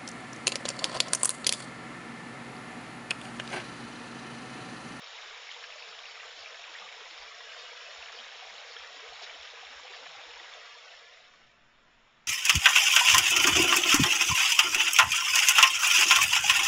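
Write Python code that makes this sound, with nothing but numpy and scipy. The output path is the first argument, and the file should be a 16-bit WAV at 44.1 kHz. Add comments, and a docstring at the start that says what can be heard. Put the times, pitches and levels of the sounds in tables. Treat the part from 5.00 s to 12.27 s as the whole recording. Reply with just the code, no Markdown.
"""A small brook runs over mossy rocks, heard by one small hand-held microphone, the same in both ears.
Coloured noise makes the rush of spray; decaying sines make tiny bubbles, near plips, glugs and low blips.
The microphone tilts slightly to the stones from 2.1 s, then turns away from 3.14 s.
Separately, narrow random gaps make the rush hollow and warbly around 2.5 s, and again from about 5.5 s.
From 5.6 s the brook fades; from 6.1 s quiet forest air rises, a coloured hiss with a faint sine hum."""
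import sys
import numpy as np
from scipy import signal
from scipy.fft import rfft, irfft, next_fast_len
from scipy.io import wavfile
from scipy.ndimage import uniform_filter1d, map_coordinates

SR = 44100
rng = np.random.default_rng(int(sys.argv[2]) if len(sys.argv) > 2 else 0)


def put_to_file(sound):
    """Save the sound as 16-bit audio at rate SR, in the file named by the first command-line argument."""
    columns = np.atleast_2d(sound).T  # one column per channel
    safe = np.clip(columns, -1, 1)
    whole_steps = np.round(safe * 32767)
    wavfile.write(sys.argv[1], SR, whole_steps.astype(np.int16))


N = 320607

# Spectrum of the water: (frequency [Hz], relative density [dB])
WATER_SPECTRUM = [(120, -33), (250, -25), (365, -22), (408, -9), (468, -2), (530, -3), (690, -0.9),
                  (860, -3), (2100, -0.5), (3800, -1.5), (4250, -7.5), (5500, -10.5), (6100, -11.5),
                  (7200, -13.5)]
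# Spectrum of quiet forest air: (frequency [Hz], relative density [dB])
AIR_SPECTRUM = [(25, 12), (70, -7.5), (140, 4), (190, -2.5), (450, -3.5), (700, 0), (1500, 1.5),
                (3600, -4.5), (4300, -14.5), (5500, -17.5), (6100, -16), (7200, -15)]
# Loudest near bubbles: (time [s], relative peak level [dB], pitch during the ring [Hz])
LOUD_PLIPS = [(0.072, -31, 4220), (0.4908, -26.5, 2130), (0.5142, -25, 3050), (0.5443, -30, 3300),
              (0.6397, -33, 1620), (0.7234, -28, 2600), (0.8237, -28.5, 2510), (0.8766, -36, 1530),
              (0.99, -29.5, 3160), (1.0372, -33, 2290), (1.055, -28.5, 2680), (1.156, -33, 2480),
              (1.199, -30, 2690), (1.206, -32, 1900), (1.238, -39, 1820), (1.4596, -27, 2350),
              (1.6393, -29, 2380), (1.7514, -27.5, 1850), (1.7865, -29, 3300), (1.9247, -31.5, 2180),
              (3.0252, -28.5, 2620), (3.06, -31, 2930), (3.189, -28, 2980), (3.201, -29, 3200),
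              (3.581, -32, 3880), (3.7658, -26, 3200), (4.134, -32, 4150), (4.151, -35, 4480),
              (4.2961, -30, 2260), (4.502, -30.5, 3700), (4.6679, -36, 2180), (4.9353, -34.5, 1770),
              (4.9533, -31, 3100), (5.095, -35, 2410), (5.537, -28, 3450)]
# Hollow glugs, and faint low blips below about 350 Hz:
# (time [s], relative peak level [dB], pitch during the ring [Hz])
GLUGS_AND_BLIPS = [(0.152, -52, 947), (0.196, -50, 1240), (0.25, -62, 372), (0.309, -57, 431),
                   (0.756, -45.5, 610), (0.88, -70.5, 182), (0.992, -47, 1110), (1.175, -44, 1270),
                   (1.25, -53, 473), (1.37, -64.5, 313), (1.59, -48, 687), (1.679, -46, 1055),
                   (1.69, -64, 327), (1.807, -70, 194), (1.822, -44.5, 1190), (2.012, -49, 440),
                   (2.062, -48, 990), (2.11, -64, 322), (2.176, -46.5, 1125), (2.405, -45, 1050),
                   (2.545, -44, 1470), (2.562, -52, 603), (2.623, -59, 603), (2.715, -54, 473),
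                   (2.729, -49, 910), (2.884, -51, 581), (3.013, -43, 1420), (3.024, -47, 680),
                   (3.126, -46, 1314), (3.136, -57.5, 390), (3.141, -51, 463), (3.19, -65.5, 243),
                   (3.422, -45, 755), (3.51, -70, 203), (3.548, -52, 875), (3.699, -50.5, 482),
                   (3.76, -52, 464), (3.764, -43, 1410), (3.957, -64, 286), (4.003, -51, 991),
                   (4.025, -52.5, 435), (4.122, -43, 707), (4.212, -49, 920), (4.216, -44, 695),
                   (4.228, -52, 423), (4.272, -46, 1443), (4.345, -64.5, 300), (4.359, -49, 694),
                   (4.533, -52, 460), (4.63, -44, 750), (4.70, -66, 256), (4.80, -70.5, 294),
                   (4.833, -47, 502), (4.847, -48, 730), (4.90, -55.5, 398), (4.939, -47, 1150),
                   (5.009, -51, 534), (5.015, -68, 278), (5.059, -48, 697), (5.075, -68.5, 160),
                   (5.15, -49, 797), (5.18, -67, 309), (5.182, -49, 790), (5.26, -64, 323),
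                   (5.368, -46, 960), (5.40, -62.5, 342), (5.546, -48, 720), (5.752, -46.5, 980)]
# Sloshes against the rocks: (crest time [s], relative level [dB], Gaussian width [s], centre [Hz])
ROCK_SLOSHES = [(0.523, -50, 0.018, 2720), (0.644, -44, 0.0065, 1900), (1.745, -46, 0.0055, 1900),
                (3.038, -46.5, 0.0064, 2240), (4.236, -43.5, 0.011, 2920), (4.454, -45, 0.0055, 1990),
                (5.066, -44, 0.0044, 1470), (5.543, -53, 0.023, 1780)]
# Spurts of fine spray, all in one band: (crest time [s], relative level [dB])
SPRAY_SPURTS = [(0.8, -55.5), (0.9, -56), (1.098, -55), (1.41, -53), (2.215, -54.5), (2.6, -57.5),
                (3.17, -53.5), (3.72, -53.5), (4.237, -57), (4.96, -56.5)]
# Hollow, warbly colouring: (time [s], depth scale of the gaps [dB])
WARBLE_DEPTH = [(1.1, 0), (1.22, 10), (1.55, 8), (1.7, 0), (2.26, 0), (2.31, 32), (2.95, 26), (3.03, 0),
                (3.8, 0), (3.9, 12), (4.05, 0), (5.5, 0), (5.56, 28), (6.3, 24), (6.9, 15), (7.2, 1)]
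# Pace of the water over the stones: (time [s], level [dB])
FLOW_LEVEL = [(0.02, -1.1), (0.2, 1), (0.42, -0.4), (0.55, -0.2), (0.9, -0.6), (1.2, 0), (1.35, 0),
              (1.7, -0.5), (2.1, -0.5), (2.36, -1), (2.55, 0.75), (3.05, 0), (3.3, -0.3), (3.75, 0),
              (4.0, 0.4), (4.5, -0.2), (4.85, -0.2), (5.55, -0.16), (5.83, -0.4), (5.9, 1), (6.08, -0.2)]
# Thuds of the hand on the microphone: (time [s], relative peak level [dB], pitch [Hz])
HAND_BUMPS = [(0.3, -77, 44.7), (1.399, -67, 86), (2.19, -65, 45), (2.98, -64, 61.7), (3.46, -72, 40),
              (3.79, -68, 55), (4.08, -66, 47.7), (4.12, -67.5, 129), (4.39, -64, 65), (4.65, -68, 58.6),
              (4.75, -64, 60), (5.165, -69, 108), (5.27, -68, 55), (5.34, -68, 45)]

# Microphone band: edge of the full band, and the frequency above which nothing remains
TOP_HZ, END_HZ = 7280, 9100
# Brook: base level, then a straight fade of gain to a faint remainder
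BROOK_DB, FADE_START_S, FADE_END_S, REMAINDER_DB = -46.5, 5.61, 6.62, -25.5
# Forest air: level once it has fully risen
AIR_DB, AIR_START_S, AIR_FULL_S = -62.5, 6.1, 6.41
# Tilt towards the stones: gurgle lift before it, and the small further lift it brings
TILT_START_S, TILT_END_S = 2.1, 2.7
LEVEL_GURGLE_DB, TILT_GURGLE_CHANGE_DB = 0.1, 0.2
# Turn away: changes of rush level and treble, and the treble lift before it
TURN_START_S, TURN_END_S = 3.14, 7.7
TURN_CHANGE_DB, FACING_TREBLE_DB, TURN_TREBLE_CHANGE_DB = -1, 0.45, -2.5
# Near bubbles: periods to the peak, fractional pitch climb, scattered level, trim of the loudest ones
PLIP_CYCLES, PLIP_RISE, PLIP_WET_DB, PLIP_DB = 2.5, 0.091, -9, -7.5
# Random fainter bubbles: middle of the peak levels, half-width of their range, pitch range
STRAY_DB, STRAY_SCATTER_DB, STRAY_LOW_HZ, STRAY_HIGH_HZ = -46, 3.5, 1900, 3620
# Splash bands: Gaussian widths in octaves, and the common width and centre of the spurts
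SLOSH_OCTAVES = 0.82
SPURT_S, SPURT_HZ, SPURT_OCTAVES = 0.022, 4650, 0.11
# Warble: range, weight of the broad gaps, flat top between gaps, lift [dB per dB of depth]
WARBLE_LOW_HZ, WARBLE_HIGH_HZ, WARBLE_BROAD, WARBLE_FLAT_TOP, WARBLE_LIFT = 750, 4000, .25, -.25, .012
# Drops striking wet stone: level against the rush
TICK_DB = -14.5


def amp(db):
    """Logarithmic level: decibels become an amplitude gain."""
    return 10 ** (np.asarray(db) / 20)


def unit(x):
    """Power normalisation: the signal is scaled to rms 1."""
    return x / np.sqrt(np.mean(x ** 2) + 1e-20)


def ramp(start_s, end_s):
    """Linear interpolation: a straight rise from 0 to 1 between two times."""
    return np.clip((np.arange(N) / SR - start_s) / (end_s - start_s), 0, 1)


def wobble(rate):
    """Slow random modulation: a smooth curve through random knots, rate of them a second."""
    knots = rng.standard_normal(int(N * rate / SR) + 4)
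    return map_coordinates(knots, [np.arange(N) * rate / SR])


def filtered(x, response):
    """Linear filtering: the spectrum is multiplied by a response of frequency."""
    m = next_fast_len(N + 8192)
    return irfft(rfft(x, m) * response(np.fft.rfftfreq(m, 1 / SR)), m)[:N]


def bass(x):
    """Low-pass filtering: the part below about 1 kHz, where the water gurgles."""
    return filtered(x, lambda hz: 1 / (1 + (hz / 1000) ** 4))


def upper(x):
    """High-pass filtering: the part above about 2 kHz, which dulls when the microphone faces away."""
    return filtered(x, lambda hz: 1 / (1 + (2200 / (hz + 1)) ** 4))


def treble(x):
    """High-pass filtering: the part above about 4 kHz."""
    return filtered(x, lambda hz: 1 / (1 + (4000 / (hz + 1)) ** 8))


def coloured(x, points):
    """Spectral shaping: (frequency [Hz], level [dB]) points on a log axis, then rms 1."""
    point_hz, db = np.transpose(points)

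    def response(hz):
        level = np.interp(np.log(hz + 1), np.log(point_hz), db)
        return amp(level) * (hz < END_HZ)
    return unit(filtered(x, response))


def smooth_field(shape, bins, frames):
    """Local averaging: a random field smoothed over frequency bins and time frames, at rms 1."""
    field = uniform_filter1d(rng.standard_normal(shape), size=bins, axis=0)
    return unit(uniform_filter1d(field, size=frames, axis=1))


def patchy_noise(patchy_db):
    """Random modulation: white noise in patches of uneven gain, some 600 Hz by 50 ms."""
    z = signal.stft(rng.standard_normal(N), nperseg=512)[2]
    patches = amp(patchy_db * smooth_field(z.shape, bins=7, frames=9))
    return unit(signal.istft(z * patches, nperseg=512)[1][:N])


def bubbles(s, gain, hz, cycles, rise, size):
    """Damped resonance: each sine swells softly, then decays as its pitch climbs by the fraction rise."""
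    age = np.arange(size) / SR * (hz / cycles)[:, None]  # in decay times
    phase = 2 * np.pi * cycles[:, None] * (age + rise * (age - 1 + np.exp(-age)))
    envelope = age * np.exp(1 - age)  # peaks at 1 after one decay time
    ring = gain[:, None] * envelope * np.sin(phase)
    at = (s * SR).astype(int)[:, None] + np.arange(size)
    return np.bincount(at.ravel(), ring.ravel(), N)[:N]


def bubble_cloud(low_hz, high_hz, cycles, spread_db, rise, count, size):
    """Random superposition: bubbles at random times and pitches, many faint and a few strong."""
    when, pitch, strength, life = rng.random((count, 4)).T
    hz = low_hz + (high_hz - low_hz) * pitch
    lives = cycles * 2 ** (life - .5) * np.sqrt(hz / low_hz)  # periods per decay time
    level = spread_db * np.minimum(-np.log(1 - strength), 4)
    gain = amp(level) * np.sqrt(hz / lives)
    return unit(bubbles(when * N / SR, gain, hz, lives, rise, size))


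def among_rocks(x, wet_db, t60):
    """Diffuse scattering: boulders add a short tail, one of six in turn every 1/8 s."""
    t = np.arange(SR // 6) / SR
    envelope = amp(-60 * t / t60) * (1 - np.exp(-t / 0.0018))
    tails = rng.standard_normal((6, len(t))) * envelope
    place = np.arange(N) // (SR // 8) % len(tails)
    echo = np.zeros(N)
    for k, tail in enumerate(tails):
        echo += signal.fftconvolve(x * (place == k), tail / np.linalg.norm(tail))[:N]
    return x + amp(wet_db) * echo


def rumble():
    """Low-frequency turbulence: faint air movement on the microphone, swelling gently."""
    spectrum = [(12, 2.5), (25, 4), (45, -2.5), (80, -10.0), (160, -11.5), (300, -14), (500, -38.5)]
    low = coloured(rng.standard_normal(N), spectrum)
    swell = amp(1.5 * wobble(7))
    return amp(-80.0) * unit(low * swell)


def forest_air():
    """Broadband noise plus a tone: a soft hiss with a faint low hum of wandering phase."""
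    hum = np.sin(2 * np.pi * 229 * np.arange(N) / SR + 0.22 * wobble(4.4))
    return coloured(patchy_noise(patchy_db=1.2), AIR_SPECTRUM) + amp(-15.0) * hum


def bumps():
    """Heavily damped resonance: soft low thuds of the hand, most of them while the microphone turns."""
    s, db, hz = np.transpose(HAND_BUMPS)
    return bubbles(s, amp(db), hz, np.full(len(s), .9), rise=0, size=8000)


def spray(s, length, centre_hz, octaves):
    """Band-limited noise burst: a Gaussian band under a Gaussian swell, near rms 1 at its crest."""
    def response(hz):
        offset = np.log2((hz + 1) / centre_hz) / octaves
        return np.exp(-.5 * offset ** 2) * (hz < END_HZ)
    band = filtered(rng.standard_normal(N), response)
    return unit(band) * np.exp(-.5 * ((np.arange(N) / SR - s) / length) ** 2)


def splashes():
    """Bandwidth contrast: sloshes are mostly brief and broad, spurts are high and narrow."""
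    sloshes = sum(amp(db) * spray(s, length, hz, SLOSH_OCTAVES) for s, db, length, hz in ROCK_SLOSHES)
    spurts = sum(amp(db) * spray(s, SPURT_S, SPURT_HZ, SPURT_OCTAVES) for s, db in SPRAY_SPURTS)
    return sloshes + spurts


def ringing(rows, cycles, rise, wet_db):
    """Isolated resonances: damped sines ring out singly over the rush, scattered by the rocks."""
    s, db, hz = np.transpose(rows)
    start_hz = hz / (1 + rise / 2)  # the climb passes through the listed pitch
    rings = bubbles(s, amp(db), start_hz, np.full(len(s), cycles), rise, size=4000)
    return among_rocks(rings, wet_db, t60=0.19)


def glugs_and_blips():
    """Damped resonance: hollow glugs ring out, with faint low blips below about 350 Hz."""
    return ringing(GLUGS_AND_BLIPS, cycles=2.94, rise=0.017, wet_db=-11.0)


def stray_plips(count):
    """Random arrivals: rows of (time [s], level [dB], pitch [Hz]) for fainter near bubbles."""
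    when, strength, pitch = rng.random((count, 3)).T
    db = STRAY_DB + STRAY_SCATTER_DB * (2 * strength - 1)
    hz = STRAY_LOW_HZ * (STRAY_HIGH_HZ / STRAY_LOW_HZ) ** pitch
    return np.transpose([when * N / SR, db, hz])


def plips():
    """Bubble resonance: loud near bubbles stand out, and fainter ones burst at random times."""
    loud = ringing(LOUD_PLIPS, PLIP_CYCLES, PLIP_RISE, PLIP_WET_DB)
    stray = ringing(stray_plips(count=22), PLIP_CYCLES, PLIP_RISE, PLIP_WET_DB)
    return amp(PLIP_DB) * loud + stray


def flow():
    """Amplitude modulation: gain of the rush as the water swells and slackens."""
    return amp(np.interp(np.arange(N) / SR, *np.transpose(FLOW_LEVEL)))


def brook():
    """Superposed noise and resonances: fluttering spray, small bubbles, ticking drops and gurgles."""
    trickle = bubble_cloud(low_hz=593, high_hz=7270, cycles=0.77, spread_db=3.0, rise=0.17, count=9000, size=500)
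    trickle = among_rocks(trickle, wet_db=-3, t60=0.08)
    water = unit(trickle) + amp(6.5) * patchy_noise(patchy_db=1.2)
    # the range below the treble flutters quickly; the fine hiss above it stays smooth
    surge = amp(.2 * wobble(22) + 0.39 * wobble(70))
    hiss = treble(water)
    water = coloured(surge * (water - hiss) + hiss, WATER_SPECTRUM)
    ticks = bubble_cloud(low_hz=1200, high_hz=5200, cycles=.35, spread_db=2, rise=0, count=520, size=200)
    tinkle = bubble_cloud(low_hz=1105, high_hz=3710, cycles=4, spread_db=5.5, rise=0.03, count=900, size=2400)
    hollow = bubble_cloud(low_hz=445.5, high_hz=490, cycles=3.7, spread_db=1, rise=0.024, count=120, size=4000)
    gurgle = bubble_cloud(low_hz=546, high_hz=811, cycles=2.6, spread_db=2.5, rise=0.13, count=150, size=2400)
    water = water + amp(TICK_DB) * coloured(ticks, WATER_SPECTRUM)
    return unit(water + amp(-18.5) * tinkle + amp(-20.5) * hollow + amp(-23) * gurgle)


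def warbled(x):
    """Time-varying filtering: narrow random gaps come and go, so the rush sounds hollow and warbly."""
    hz, t, z = signal.stft(x, SR, nperseg=4096, noverlap=3072)
    fine = smooth_field(z.shape, bins=5, frames=4)
    broad = smooth_field(z.shape, bins=18, frames=3)
    in_range = (hz > WARBLE_LOW_HZ) & (hz < WARBLE_HIGH_HZ)
    depth_db = np.interp(t, *np.transpose(WARBLE_DEPTH)) * in_range[:, None]
    gaps = np.minimum(fine + WARBLE_BROAD * broad, WARBLE_FLAT_TOP)
    gain = amp(depth_db * gaps)
    # normalise the gain to rms 1 over neighbouring frequencies
    gain = gain / np.sqrt(uniform_filter1d(gain ** 2, size=50, axis=0))
    lift = amp(WARBLE_LIFT * depth_db)
    return signal.istft(z * gain * lift, SR, nperseg=4096, noverlap=3072)[1][:N]


def scene():
    """Changing balance: the microphone tilts slightly and turns away; the brook yields to forest air."""
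    down, away = ramp(TILT_START_S, TILT_END_S), ramp(TURN_START_S, TURN_END_S)
    rush = amp(BROOK_DB + TURN_CHANGE_DB * away) * flow() * brook()
    gurgle_gain = amp(LEVEL_GURGLE_DB + TILT_GURGLE_CHANGE_DB * down)
    treble_gain = amp(FACING_TREBLE_DB + TURN_TREBLE_CHANGE_DB * away)
    rush = rush + bass(rush) * (gurgle_gain - 1) + upper(rush) * (treble_gain - 1)
    near = plips() + glugs_and_blips() + splashes()
    fade = np.maximum(1 - ramp(FADE_START_S, FADE_END_S), amp(REMAINDER_DB))
    air = amp(AIR_DB) * ramp(AIR_START_S, AIR_FULL_S) * forest_air()
    mono = warbled(fade * rush + air) + fade * near + rumble() + bumps()
    return np.array([mono, mono])


def record(dry):
    """Transducer response: a narrow treble resonance, a shallow dip, and a steep drop above the band."""
    def response(hz):
        resonance = 1 + amp(4.0) / (1 + ((hz - 5375) / 95) ** 2)
        dip = 1 - amp(-8.0) / (1 + ((hz - 6200) / 190) ** 2)
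        band = 1 / np.sqrt(1 + (hz / TOP_HZ) ** 600)
        # a weak remainder above the band, which ends at END_HZ
        skirt = amp(-15 - 10 * np.log2(1 + (hz / 8000) ** 8)) * (hz > TOP_HZ) * (hz < END_HZ)
        return resonance * dip * (band + skirt)
    return np.array([filtered(x, response) for x in dry])


dry = scene()
out = record(dry)
put_to_file(out)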